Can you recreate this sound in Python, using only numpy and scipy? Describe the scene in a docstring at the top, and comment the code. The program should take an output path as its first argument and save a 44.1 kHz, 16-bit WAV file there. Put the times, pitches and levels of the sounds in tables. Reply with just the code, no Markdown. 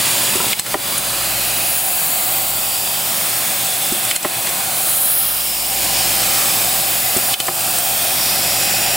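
"""Three sharp cracks of a pneumatic clip setter cut through the hiss of leaking air in a factory.
Each shot: the nose bumps a plastic panel, air spits, the steel driver strikes, the clip snaps in
and the piston thuds home. Every contact is a set of ringing modes plus a crack of noise.
The leak is shaped noise, over hall rumble, a blower and humming motors. The limiter of a
hand-held camera close by ducks it all after the loud blows."""
import sys
import numpy as np
from scipy import signal
from scipy.fft import rfft, irfft, next_fast_len
from scipy.io import wavfile
from scipy.ndimage import uniform_filter1d, minimum_filter1d

SR = 44100
rng = np.random.default_rng(int(sys.argv[2]) if len(sys.argv) > 2 else 0)


def transcribe(signal):
    """Save signal, clipped to [-1, 1], as a 16-bit WAV file at the path in sys.argv[1]."""
    frames = np.atleast_2d(signal).T
    limited = np.clip(frames, -1, 1)
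    pcm = np.round(limited * 32767).astype(np.int16)
    wavfile.write(sys.argv[1], SR, pcm)


N = 395136

# how much of the air leak reaches the camera as the work moves: t/s, level/dB
LEAK_LEVEL = [(0.0, -20), (1.07, -23.5), (1.63, -24), (1.81, -27.5), (2.37, -25.5), (2.46, -27.5),
              (3.3, -25), (4.9, -25.5), (4.99, -27.5), (5.64, -28.5), (5.83, -23), (6.48, -22),
              (6.85, -24.5), (8.01, -24.5), (8.29, -22.5), (8.96, -21.5)]
# the driver fires: t/s, peak/dB, favoured f/Hz
DRIVER_STRIKES = [(0.531, 5.5, 2460), (4.1117, -0.5, 2400), (7.3398, 10.5, 3100)]


def amp(db):
    return 10 ** (np.asarray(db) / 20)


def unit(x):
    return x / np.sqrt(np.mean(x ** 2) + 1e-20)


def along(points, hz):
    """Interpolate (f/Hz, value) points on a log axis."""
    f, v = np.transpose(points)
    return np.interp(np.log(hz + 1), np.log(f + 1), v)


def fader(points):
    """A level in dB for every sample, from (t/s, level/dB) points."""
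    return np.interp(np.arange(N) / SR, *np.transpose(points))


def swing(points):
    """A fader's travel in dB about its own mean."""
    db = fader(points)
    return db - db.mean()


def wobble(rate):
    """A smooth random curve, rate knots a second."""
    knots = rng.standard_normal(int(N * rate / SR) + 4)
    smooth = signal.resample_poly(knots, 10, 1)
    return np.interp(np.arange(N) * rate / SR, np.arange(len(smooth)) / 10, smooth)


def filtered(x, response):
    """Equalise x with a gain that is a function of frequency."""
    size = next_fast_len(N + 8192)
    return irfft(rfft(x, size) * response(np.fft.rfftfreq(size, 1 / SR)), size)[..., :N]


def noise(spectrum):
    """Stereo noise of rms 1 with the given spectral shape."""
    # stereo width of the noise: f/Hz, side over mid/dB
    width = [(30, -20), (70, -14), (150, -15.5), (400, -16), (750, -12.5), (1300, -43.5), (2600, -8),
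             (5000, -20.5), (9000, -12.5), (14000, -38.5)]
    response = lambda hz: amp(along(spectrum, hz) + np.outer([0, 1], along(width, hz)))
    mid, side = filtered(rng.standard_normal((2, N)), response)
    return unit(np.array([mid + side, mid - side]))


def add(track, s, sound):
    """Mix a sound into a track at time s."""
    part = track[round(s * SR):][:len(sound)]
    part += sound[:len(part)]


def leak():
    """Escaping air: rush, hiss, jet and whistles ride one fader; ring and fizz swell on their own."""
    # bands of the leak, from the broad rush up to the fizz on top: f/Hz, density/dB
    rush_band = [(450, -36), (600, -8), (1000, -3), (1550, -5), (2150, -4), (2550, -2.5), (2900, -2),
                 (3400, -3), (3950, -3.5), (4600, -1.5), (5300, -6.5), (6000, -6.5), (7000, -7),
                 (9000, -40)]
    whistle_band = [(2200, -32), (2450, 7), (2562, 11), (2660, -10), (2900, -41)]
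    high_whistle_band = [(3050, -35), (3330, 4), (3480, 2), (3630, -6), (3950, -35)]
    ring_band = [(4300, -21), (4750, -3.5), (5300, -0.5), (5750, -5.5), (6400, -37)]
    hiss_band = [(5400, -51), (6200, -12.5), (7000, -3.5), (7800, -0.5), (8700, 0), (9400, -6),
                 (10500, -49)]
    jet_band = [(8200, -30), (9300, -7.5), (10400, -4), (11200, -6.5), (11900, -10), (12800, -31)]
    fizz_band = [(10800, -45), (11900, -5.5), (12900, -.7), (13900, -2.6), (14700, -.7), (15900, 0),
                 (16300, -60)]
    # what the hall gives back of the rush: f/Hz, gain/dB
    hall_return = [(700, 1), (1050, 1.5), (2000, -2), (4200, -0.5), (5200, -25)]
    # swells of the treble and of the ring near 5 kHz: t/s, level/dB
    treble_level = [(0.0, -23), (1.07, -24.8), (2.37, -20), (2.74, -24), (3.3, -22), (4.71, -25),
                    (4.81, -22), (5.18, -18), (5.36, -22.5), (5.55, -24), (5.64, -23.5), (6.11, -20.8),
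                    (6.66, -20.5), (8.96, -23.5)]
    ring_level = [(0.0, -37.5), (2.74, -32.5), (3.11, -30), (4.99, -35.5), (5.55, -27.5), (5.74, -31),
                  (6.01, -25.3), (6.94, -31), (8.1, -28.5), (8.2, -24.5), (8.96, -26)]
    near_db, sparkle_db = swing(LEAK_LEVEL), 0.48 * swing(treble_level)
    rush = amp(-25 + near_db) * noise(rush_band)
    hall_colour = lambda hz: amp(along(rush_band, hz) + along(hall_return, hz))
    diffuse = amp(-31.5) * unit(filtered(rng.standard_normal((2, N)), hall_colour))
    hiss = amp(-25 + 0.37 * near_db + sparkle_db) * noise(hiss_band)
    jet = amp(-25 + 0.32 * near_db + sparkle_db) * noise(jet_band)
    whistles = amp(-40 + 1.6 * near_db + 3 * wobble(2.55)) * noise(whistle_band)
    whistles += amp(-41.5 + near_db + 3 * wobble(1.92)) * noise(high_whistle_band)
    ring = amp(-4 + fader(ring_level).mean() + 1.6 * swing(ring_level)) * noise(ring_band)
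    fizz = amp(fader(treble_level)) * noise(fizz_band)
    lean_right = amp([[-.3], [.3]])
    return (rush + diffuse + hiss + jet + whistles + ring) * lean_right + fizz


def swell(hz, t, s, half_s, centre_hz, octaves):
    """A bell in pitch and time, top 1."""
    in_pitch = np.exp(-(np.log2((hz + 1) / centre_hz) / octaves) ** 2)
    in_time = np.exp(-((t - s) / half_s) ** 2)
    return np.outer(in_pitch, in_time)


def shifting_air(patchy_db):
    """The leak changes colour in patches as the camera moves, and brightens where the jet sweeps by."""
    # the jet's narrow beam crosses the microphone: t/s, half length/s, boost/dB, f/Hz, half width/octaves
    sweeps = [(1.75, .2, 5, 9800, .08), (5.085, 0.32, 5.5, 10400, 0.23)]
    hz, t, spectra = signal.stft(leak(), SR, nperseg=512)
    patches = uniform_filter1d(rng.standard_normal(spectra.shape[1:]), size=3, axis=0)
    patches = uniform_filter1d(patches, size=80, axis=1)
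    # the hiss dulls just after the second sweep peaks
    shade_db = -7.5 * swell(hz, t, s=5.23, half_s=0.15, centre_hz=7840, octaves=0.29)
    colour_db = patchy_db * unit(patches) + shade_db
    for s, half_s, db, centre_hz, octaves in sweeps:
        colour_db += db * swell(hz, t, s, half_s, centre_hz, octaves)
    flutter = amp(0.27 * wobble(25))
    return flutter * signal.istft(spectra * amp(colour_db), nperseg=512)[1][:, :N]


def drone(hz, db, ear_phase):
    """A slightly unsteady tone that reaches the two ears out of step."""
    phase = 2 * np.pi * hz * np.arange(N) / SR + 0.66 * wobble(2.966)
    waver_db = 1.5 * wobble(3)
    return np.sqrt(2) * amp(db + waver_db) * np.sin(phase + ear_phase * np.array([[1], [-1]]))


def machines():
    """Hall rumble, a blower's narrow roar, a motor's drone and hums that beat against each other."""
    # noise of the hall and of the blower: f/Hz, density/dB
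    rumble_band = [(18, -18), (45, -20), (70, -15), (100, -2.5), (140, -4.5), (200, 1.5), (260, -4),
                   (370, -3), (450, -6), (560, -1), (900, -20), (2000, -52)]
    blower_band = [(430, -34), (510, -11), (600, -10), (700, -2), (750, -2), (785, 3), (820, -9),
                   (860, -14), (1100, -52)]
    # mains and machine tones: f/Hz, level/dB
    hum_tones = [(111.7, -53.5), (119.9, -44.5), (167.3, -50), (334.5, -49), (562, -52), (569.3, -46),
                 (575, -52.5)]
    # swells of the blower and of the motor: t/s, level/dB
    blower_level = [(0.0, -39), (1.44, -34), (1.9, -31), (2.0, -34), (2.28, -30), (2.74, -35), (4.81, -31),
                    (5.46, -41.5), (5.83, -30), (8.96, -28.5)]
    motor_level = [(0.0, -52), (1.53, -43), (2.0, -52.4), (2.55, -43), (3.3, -65), (5.83, -41), (7.73, -54),
                   (7.83, -48), (8.29, -46), (8.96, -44.9)]
    hall_db = 1.12 * swing(LEAK_LEVEL)  # rumble and hum rise and fall with the leak
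    rumble = amp(-36.5 + hall_db) * noise(rumble_band)
    hum = sum(drone(hz, db + hall_db, ear_phase=0.037) for hz, db in hum_tones)
    lean_right = amp([[-1.1], [1.1]])
    blower = amp(fader(blower_level) - 0.5) * noise(blower_band) * lean_right
    motor = drone(hz=56.2, db=fader(motor_level) - 0.5, ear_phase=.09)
    return rumble + blower + motor + hum


def blow(modes, crack_db, crack_t60, attack_s, focus_hz, focus_db):
    """One impact: decaying modes, a little different each time, plus a crack of contact noise; peak 1."""
    t = np.arange(SR // 5) / SR
    hz, db, t60 = np.transpose(modes)[:, :, None]
    strength, detune, phase = rng.standard_normal((3, len(modes), 1))
    decay = amp(db + 0.43 * strength - 60 * t / t60)
    ring = decay * np.sin(2 * np.pi * (hz * (1 + 0.013 * detune) * t + phase))
    crack = amp(crack_db - 60 * t / crack_t60) * rng.standard_normal(len(t))
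    # the place of contact favours the modes around one pitch
    octaves = np.log2((np.fft.rfftfreq(len(t), 1 / SR) + 1) / focus_hz)
    focus = amp(focus_db * np.exp(-(octaves / 0.49) ** 2))
    sound = irfft(rfft(ring.sum(0) + crack) * focus, len(t))
    sound *= (1 - np.exp(-t / attack_s)) * (1 - t / t[-1])
    return sound / np.abs(sound).max()


def panel_knock(hz):
    """A soft blow on the plastic panel."""
    # modes of the panel: f/Hz, level/dB, t60/s
    modes = [(179, 3, 0.031), (262, 0, 0.032), (361, 2, 0.058), (650, -3, .035), (980, -4.5, 0.037),
             (1350, -2.5, 0.056)]
    return blow(modes, crack_db=-16, crack_t60=0.025, attack_s=0.0006, focus_hz=hz, focus_db=14)


def spring_tick(hz):
    """A small spring part clicks."""
    modes = [(hz * 0.66, -4, .05), (hz, 0, .04), (hz * 1.1, -4, .05)]  # f/Hz, level/dB, t60/s
    return blow(modes, crack_db=4, crack_t60=0.03, attack_s=0.0004, focus_hz=hz, focus_db=8)


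def valve_spit(length_s):
    """Air spits from the valve, swelling up to each strike and stopping there."""
    # noise of the valve: f/Hz, density/dB
    spit_band = [(1500, -25), (3300, 4), (4600, 4), (6000, -10), (8000, 6), (12000, -41)]
    t = np.arange(N) / SR
    flow = sum(np.clip(1 - (s - t) / length_s, 0, 1) * (t < s) for s, _, _ in DRIVER_STRIKES)
    return amp(-23) * np.sqrt(flow) * noise(spit_band)


def steel_hit(hz, ring_db):
    """Steel on steel chatters: a second contact follows at once."""
    # modes of the steel driver: f/Hz, level/dB, t60/s
    modes = [(800, -34, 0.033), (1406, -14, 0.069), (1650, -19, 0.038), (2135, -0.5, 0.02),
             (2580, -12.5, 0.093), (3020, -1.5, 0.024), (3400, -5.5, 0.04), (4170, 0.5, 0.022),
             (5000, -4, 0.03), (6550, -6, 0.02), (7670, 4.5, 0.016), (9080, 5.5, 0.0092),
             (10400, -1, 0.015)]
    sound = np.zeros(SR // 5)
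    for delay_s, db in [(0, -1), (.0014, -4)]:
        contact = blow(modes, crack_db=3, crack_t60=0.038, attack_s=.0001, focus_hz=hz, focus_db=ring_db)
        add(sound, delay_s, amp(db) * contact)
    return sound


def piston_thud():
    """The piston comes home and rebounds twice from its rubber stop."""
    # modes of the gun's body: f/Hz, level/dB, t60/s
    modes = [(302, -11, 0.11), (413, -11, 0.091), (540, -14, 0.11), (593, 0, 0.053), (798, -3, 0.055),
             (1040, 0, 0.023), (1243, -1.5, 0.027), (1430, -7, 0.019), (1843, 3.5, 0.021), (2180, 1, 0.012),
             (3060, -6, .02)]
    sound = np.zeros(SR // 5)
    for delay_s, db in [(0, 0), (.0024, -2), (.0052, -7)]:
        contact = blow(modes, crack_db=-5, crack_t60=.035, attack_s=.0004, focus_hz=1100, focus_db=3)
        add(sound, delay_s, amp(db) * contact)
    return sound


def clip_setter():
    # contacts around each shot: t/s, peak/dB, favoured f/Hz
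    presses = [(.355, -13, 297), (3.92, -15.5, 260), (7.164, -11.5, 277)]  # the nose is pressed onto the panel
    knocks = [(0.402, -10.5, 1000), (.443, -16, 1000), (0.466, -20, 250), (0.921, -18, 1000),
              (4.477, -32, 350), (7.186, -20, 800), (7.676, -21, 1310)]  # hand and gun knock on the panel
    ticks = [(.484, -9, 8500), (.979, -1, 10500), (4.05, -7, 8240), (4.228, -7, 7640), (4.491, -10, 7800),
             (7.468, -5, 7700), (7.785, -3, 8600)]  # trigger and clip feed
    snaps = [(.5954, 9, 8050), (4.161, 7.5, 8400), (7.4012, 5, 3500)]  # the clip snaps into its seat
    clinks = [(0.6635, -3, 1300), (4.471, -6, 1800)]  # the steel nose comes free
    # the piston comes home: t/s, peak/dB
    thuds = [(.742, 2), (4.247, -2), (7.4823, -1.5)]
    latches = [(s + 0.0036, db + 8, 8100) for s, db, _ in presses]  # the safety latch ticks
    settles = [(s + 0.00703, db - 6.5, hz) for s, db, hz in presses]  # the nose bumps again
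    touches = [(s - .0052, db - 17, 3920) for s, db, _ in snaps]
    answers = [(s + 0.00746, db - 9.5, 300) for s, db in thuds]  # the panel answers the piston
    track = np.zeros(N)
    for s, db, hz in presses + settles + knocks + answers:
        add(track, s, amp(db) * panel_knock(hz))
    for s, db, hz in DRIVER_STRIKES:
        add(track, s, amp(db) * steel_hit(hz, ring_db=11))
    for s, db, hz in touches + snaps + clinks:
        add(track, s, amp(db) * steel_hit(hz, ring_db=5))
    for s, db in thuds:
        add(track, s, amp(db) * piston_thud())
    for s, db, hz in latches + ticks:
        add(track, s, amp(db) * spring_tick(hz))
    return track


def reflections(x, t60, wet_db):
    """Scattered echoes, different at each ear."""
    t = np.arange(SR // 2) / SR
    tail = rng.standard_normal((2, len(t))) * amp(-60 * t / t60) * (1 - np.exp(-t / 0.0013))
    return amp(wet_db) * signal.fftconvolve(x[None], tail / np.linalg.norm(tail[0]), axes=1)[:, :N]


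def limiter(x, ceiling_db, hold_s, release_s):
    """Peaks pull the gain down at once; it waits, then creeps back."""
    level = np.abs(uniform_filter1d(np.abs(x).max(0), size=12))
    over_db = np.maximum(20 * np.log10(level + 1e-9) - ceiling_db, 1e-9)
    window = 2 * int(hold_s * SR / 2) + 1
    held_db = -minimum_filter1d(-over_db, size=window, origin=window // 2)
    fall = np.arange(N) / SR / release_s
    cut_db = np.exp(np.maximum.accumulate(np.log(held_db) + fall) - fall)  # exponential release
    gain = minimum_filter1d(amp(-cut_db), size=33)
    return x * uniform_filter1d(gain, size=33)


def scene():
    """The gun with near echoes from its steel jig and a short hall tail, over the factory bed."""
    shots = clip_setter()
    jig = reflections(shots, t60=0.055, wet_db=-16.5)
    hall = reflections(shots, t60=.25, wet_db=-11)
    return shots + jig + hall + valve_spit(length_s=0.036) + shifting_air(patchy_db=1.5) + machines()


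def record(dry):
    """The camera ducks after loud blows, rounds off what slips through and cuts the very top."""
    full_scale, top_hz = .72, 15800
    limited = limiter(dry, ceiling_db=-8.5, hold_s=0.032, release_s=0.06)
    rounded = limited / (1 + np.abs(limited / full_scale) ** 8) ** (1 / 8)
    return filtered(rounded, lambda hz: hz < top_hz)


dry = scene()
out = record(dry)
transcribe(out)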